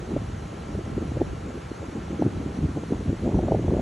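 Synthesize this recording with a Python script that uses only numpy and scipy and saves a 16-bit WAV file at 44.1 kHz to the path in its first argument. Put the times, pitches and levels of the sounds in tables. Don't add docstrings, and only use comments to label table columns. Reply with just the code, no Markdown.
import sys
import numpy as np
from scipy import signal
from scipy.fft import rfft, irfft, next_fast_len
from scipy.io import wavfile
from scipy.ndimage import uniform_filter1d, map_coordinates

SR = 44100
rng = np.random.default_rng(int(sys.argv[2]) if len(sys.argv) > 2 else 0)


def generate_wav(signal):
    frames = np.transpose(np.atleast_2d(signal))
    scaled = np.clip(frames, -1, 1) * 32767
    pcm = np.round(scaled).astype(np.int16)
    wavfile.write(sys.argv[1], SR, pcm)


N = 168021

# (t/s, eddies between puffs level/dB, rumble level/dB, flutter level/dB)
GUST_LEVELS = [(0.0, -45, -40, -38.5), (0.12, -45, -32, -53), (0.38, -41.5, -34.5, -50.5),
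               (0.88, -37, -37, -42), (1.16, -36.5, -30, -47), (1.7, -48.5, -40.5, -53),
               (2.08, -37.5, -35, -46), (2.59, -31.5, -34.5, -39), (2.64, -50, -25, -49),
               (2.68, -40.5, -34.5, -57), (3.06, -33, -34.5, -57), (3.09, -31, -22, -49),
               (3.19, -46, -36, -47), (3.23, -27, -28, -37), (3.31, -27, -33, -37), (3.35, -35, -22.5, -35),
               (3.44, -29.5, -26.5, -37), (3.81, -36.5, -28, -37)]
# (t/s, length/s, thump level/dB, flutter level/dB)
WIND_PUFFS = [(0.028, 0.029, -36, -44), (0.12, 0.043, -25.5, -37), (0.167, 0.0078, -21.5, -25),
              (0.223, 0.018, -39.5, -43), (0.535, 0.023, -34, -47), (0.706, 0.018, -27.5, -58),
              (0.753, 0.006, -35, -34.5), (0.788, 0.016, -29, -40), (0.981, 0.013, -23.5, -41),
              (1.025, 0.019, -30.5, -36), (1.05, 0.019, -31, -46), (1.12, 0.007, -29.5, -39),
              (1.17, 0.012, -26, -40), (1.217, 0.014, -19.5, -23), (1.334, 0.012, -36.5, -52),
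              (1.479, 0.041, -27, -50), (1.564, 0.032, -31.5, -57), (1.717, 0.005, -33.5, -48),
              (1.822, 0.035, -30.5, -44), (1.885, 0.018, -33.5, -46), (1.97, 0.046, -29.5, -43),
              (2.131, 0.026, -24.5, -39), (2.197, 0.015, -25.5, -39), (2.223, 0.014, -22.5, -24),
              (2.266, 0.018, -17.5, -33), (2.373, 0.0089, -32.5, -60), (2.407, 0.0099, -35, -66),
              (2.462, 0.019, -25, -47), (2.59, 0.0046, -25, -45), (2.644, 0.021, -19.5, -39),
              (2.692, 0.011, -31, -48), (2.774, 0.018, -24, -33), (2.835, 0.008, -33, -38),
              (2.925, 0.019, -21.5, -29), (3.01, 0.022, -29, -50), (3.095, 0.03, -23.5, -37),
              (3.13, 0.015, -25, -41), (3.237, 0.016, -27, -42), (3.269, 0.037, -23, -25.5),
              (3.357, 0.033, -22, -27.5), (3.392, 0.016, -24, -25), (3.436, 0.02, -26, -31),
              (3.486, 0.0095, -28, -28), (3.521, 0.01, -25, -20.5), (3.549, 0.01, -27, -21),
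              (3.596, 0.015, -25, -46), (3.65, 0.0085, -23, -53), (3.682, 0.012, -29, -30),
              (3.72, 0.032, -22, -24.5), (3.77, 0.014, -24.5, -28), (3.796, 0.013, -26.5, -25.5)]
# (t/s, length/s, level/dB)
SIDE_SWELLS = [(0.234, 0.029, -47), (0.928, 0.042, -42.5), (1.3, 0.069, -42.5), (2.346, 0.14, -45),
               (3.536, 0.021, -58)]
# (f/Hz, level per Hz/dB)
RUMBLE_COLOUR = [(15, -41), (25, -23), (49, -1), (81, 2), (220, -7), (290, -40), (480, -120)]
# (f/Hz, level per Hz/dB)
ROAR_COLOUR = [(30, -120), (100, -2), (300, -0.5), (600, -7), (900, -9.5), (1300, -9.5), (1600, -12.5),
               (3000, -18), (4150, -23), (4780, -25), (4930, -30.5), (5000, -40), (5110, -29.5),
               (5290, -26), (6300, -24.5), (7400, -26.5), (8800, -33.5), (9400, -32.5), (10800, -36.5),
               (11650, -41.5), (12100, -120)]
# (f/Hz, level per Hz/dB)
SIDE_HISS_BANDS = [(30, -120), (100, -16), (400, -3.5), (1000, -1.5), (1500, -8), (2000, -21), (2300, -49),
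                   (2450, -68), (4120, -70), (4230, -29), (5020, -16), (5650, -28.5), (5780, -70),
                   (7520, -70), (7620, -29), (9200, -26.5), (11100, -25), (12000, -33), (15700, -30)]
# (f/Hz, width/Hz, centre level/dB, side level/dB)
ROTOR_BANDS = [(4000, 45, -72, -120), (4190, 45, -72, -120), (9305, 35, -78, -81), (9754, 50, -84, -87),
               (10450, 500, -80, -84)]
# (multiple of PUMP_HZ, centre level/dB, side level/dB)
PUMP_OVERTONES = [(2, -68, -52.5), (3, -61, -57), (4, -67, -67), (5, -60, -71.5), (6, -69, -79),
                  (7, -72.5, -76)]
# (t/s, level change/dB)
PUMP_FADE = [(0, 1), (2.4, 0), (2.9, -5.5), (3.81, -29)]

EDDY_HZ, EDDY_SPREAD, EDDY_CYCLES, EDDY_SCATTER_DB = 277, 0.34, 0.63, 2
EDDIES_PER_S = 500
FLUTTER_HZ, FLUTTER_SPREAD = 537, 0.27
EDDY_TRIM_DB, FLUTTER_TRIM_DB = -2.5, -7
LOG_PITCH_PER_DB = -0.01
CORE_CYCLES, CORE_DB = 0.68, 7.5
SHARP_S = 0.012
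CORE_RISE_PER_DB = 0.012
CHURN_DB, CHURN_LONGER = -3.5, 1.233
SIDE_RUMBLE_DB = -67
ROAR_DB, SIDE_HISS_DB = -43, -50
TURNS_PER_S = 6.09
SWEEP_TOP_TURN, PULSE_TOP_TURN = 0.06, 0.6
SWEEP_HZ, SWEEP_SWING_HZ, SWEEP_WIDTH_HZ, SWEEP_DB = 6250, 600, 620, -67.5
PULSE_DB = 6
PUMP_HZ = 269.1
LOW_CUT_HZ, TOP_HZ = 15, 15750


def amp(db):
    return 10 ** (np.asarray(db) / 20)


def unit(x):
    return x / np.sqrt(np.mean(x ** 2) + 1e-20)


def curves(rows):
    s, *cols = np.transpose(rows)
    return [np.interp(np.arange(N) / SR, s, c) for c in cols]


def wobble(rate):
    points = rng.standard_normal(int(N * rate / SR) + 4)
    return map_coordinates(points, [np.arange(N) * rate / SR])


def filtered(x, response):
    m = next_fast_len(N + SR // 2)
    return irfft(rfft(x, m) * response(np.fft.rfftfreq(m, 1 / SR)), m)[..., :N]


def rush(colour, patchy_db):
    z = signal.stft(rng.standard_normal(N + 512), nperseg=512)[2]
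    patches = uniform_filter1d(rng.standard_normal(z.shape), size=5, axis=0)
    patches = uniform_filter1d(patches, size=10, axis=1)
    noise = signal.istft(z * amp(patchy_db * unit(patches)), nperseg=512)[1][:N]
    f, db = np.transpose(colour)
    return unit(filtered(noise, lambda hz: amp(np.interp(np.log(hz + 1), np.log(f + 1), db))))


def bells(s, length, db):
    t = np.arange(N) / SR
    return sum(amp(2 * d) * np.exp(-4 * np.log(2) * ((t - at) / w) ** 2)
               for at, w, d in zip(s, length, db))


def narrow(hz, width_hz):
    noise = rng.standard_normal((2, N))
    return unit(filtered(noise, lambda f: np.exp(-2 * ((f - hz) / width_hz) ** 2)))


def wavelets(s, size, hz, cycles, phase):
    k = np.arange(-900, 900)
    u = k / SR * hz[:, None]
    outline = size[:, None] * np.exp(-0.5 * (u / cycles) ** 2)
    waves = outline * np.cos(2 * np.pi * u + phase[:, None])
    at = np.round(s * SR).astype(int)[:, None] + k + len(k)
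    return np.bincount(at.ravel(), waves.ravel(), N + 2 * len(k))[len(k):][:N]


def eddies(level_db, centre_hz, spread):
    count = int(EDDIES_PER_S * N / SR)
    s = rng.uniform(0, N / SR, count)
    gust_db = level_db[(s * SR).astype(int)] - level_db.mean()
    hz = centre_hz * np.exp(spread * rng.standard_normal(count) + LOG_PITCH_PER_DB * gust_db)
    size = amp(EDDY_SCATTER_DB * rng.exponential(size=count))
    phase = rng.uniform(0, 2 * np.pi, count)
    stream = wavelets(s, size, np.clip(hz, 80, 850), EDDY_CYCLES, phase)
    return unit(stream) * amp(level_db)


def puffs_and_eddies(calm_db, peak_db, centre_hz, spread, core_log_pitch):
    s, length, *_ = np.transpose(WIND_PUFFS)
    churn_power = bells(s, CHURN_LONGER * length, peak_db + CHURN_DB)
    level_db = 10 * np.log10(amp(2 * calm_db) + churn_power)
    size = amp(peak_db + CORE_DB) * SHARP_S / np.maximum(length, SHARP_S)
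    hz = centre_hz * np.exp(0.1 * rng.standard_normal(len(s)) + core_log_pitch)
    phase = np.pi * rng.standard_normal(len(s))
    return wavelets(s, size, hz, CORE_CYCLES, phase) + eddies(level_db, centre_hz, spread)


def buffeting():
    eddy_db, rumble_db, flutter_db = curves(GUST_LEVELS)
    _, _, thump_db, top_db = np.transpose(WIND_PUFFS)
    rumble = rush(RUMBLE_COLOUR, patchy_db=1) * amp(rumble_db + 2.1 * wobble(21.99))
    thumps = puffs_and_eddies(eddy_db + EDDY_TRIM_DB, thump_db, EDDY_HZ, EDDY_SPREAD, 0.12)
    rise = CORE_RISE_PER_DB * (top_db - top_db.mean())
    flutter = puffs_and_eddies(flutter_db + FLUTTER_TRIM_DB, top_db, FLUTTER_HZ, FLUTTER_SPREAD, rise)
    side_swell = np.sqrt(bells(*np.transpose(SIDE_SWELLS)))
    side_eddies = side_swell * eddies(np.zeros(N), 310, 0.58)
    side_rumble = amp(SIDE_RUMBLE_DB + 2.8 * wobble(8)) * rush(RUMBLE_COLOUR, patchy_db=0)
    return np.array([rumble + thumps + flutter, side_eddies + side_rumble])


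def roar():
    centre = amp(ROAR_DB) * rush(ROAR_COLOUR, patchy_db=0.71)
    side = amp(SIDE_HISS_DB) * rush(SIDE_HISS_BANDS, patchy_db=0.5)
    return np.array([centre, side])


def rotor():
    turn = TURNS_PER_S * np.arange(N) / SR
    swing = np.cos(2 * np.pi * (turn - SWEEP_TOP_TURN)) + wobble(10) / 3
    hz = SWEEP_HZ + SWEEP_SWING_HZ * swing.clip(-1, 1.5)
    phase = 2 * np.pi * np.cumsum(hz) / SR
    a, b = narrow(0, SWEEP_WIDTH_HZ)
    sweep = amp(SWEEP_DB + 2.5 * wobble(25)) * (a * np.cos(phase) + b * np.sin(phase))
    pulse_db = PULSE_DB * (np.cos(2 * np.pi * (turn - PULSE_TOP_TURN)) - 0.4)
    bands = sum(amp([[mid_db], [side_db]] + pulse_db + 2.4 * wobble(5.77)) * narrow(hz, width_hz)
                for hz, width_hz, mid_db, side_db in ROTOR_BANDS)
    return bands + sweep * [[1], [0]]


def pump():
    angle = 2 * np.pi * PUMP_HZ * np.arange(N) / SR + 0.3 * wobble(2.94)
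    fade_db, = curves(PUMP_FADE)
    whine = np.zeros((2, N))
    for k, mid_db, side_db in PUMP_OVERTONES:
        level_db = [[mid_db], [side_db]] + fade_db + 1.0 * wobble(8.9)
        tone = np.sin(k * angle + rng.uniform(0, 2 * np.pi, (2, 1)))
        whine += np.sqrt(2) * amp(level_db) * tone
    return whine


def scene():
    mid, side = buffeting() + roar() + rotor() + pump()
    return np.array([mid + side, mid - side])


def record(dry):
    return filtered(dry, lambda hz: (hz < TOP_HZ) * hz ** 2 / np.hypot(hz ** 2, LOW_CUT_HZ ** 2))


dry = scene()
out = record(dry)
generate_wav(out)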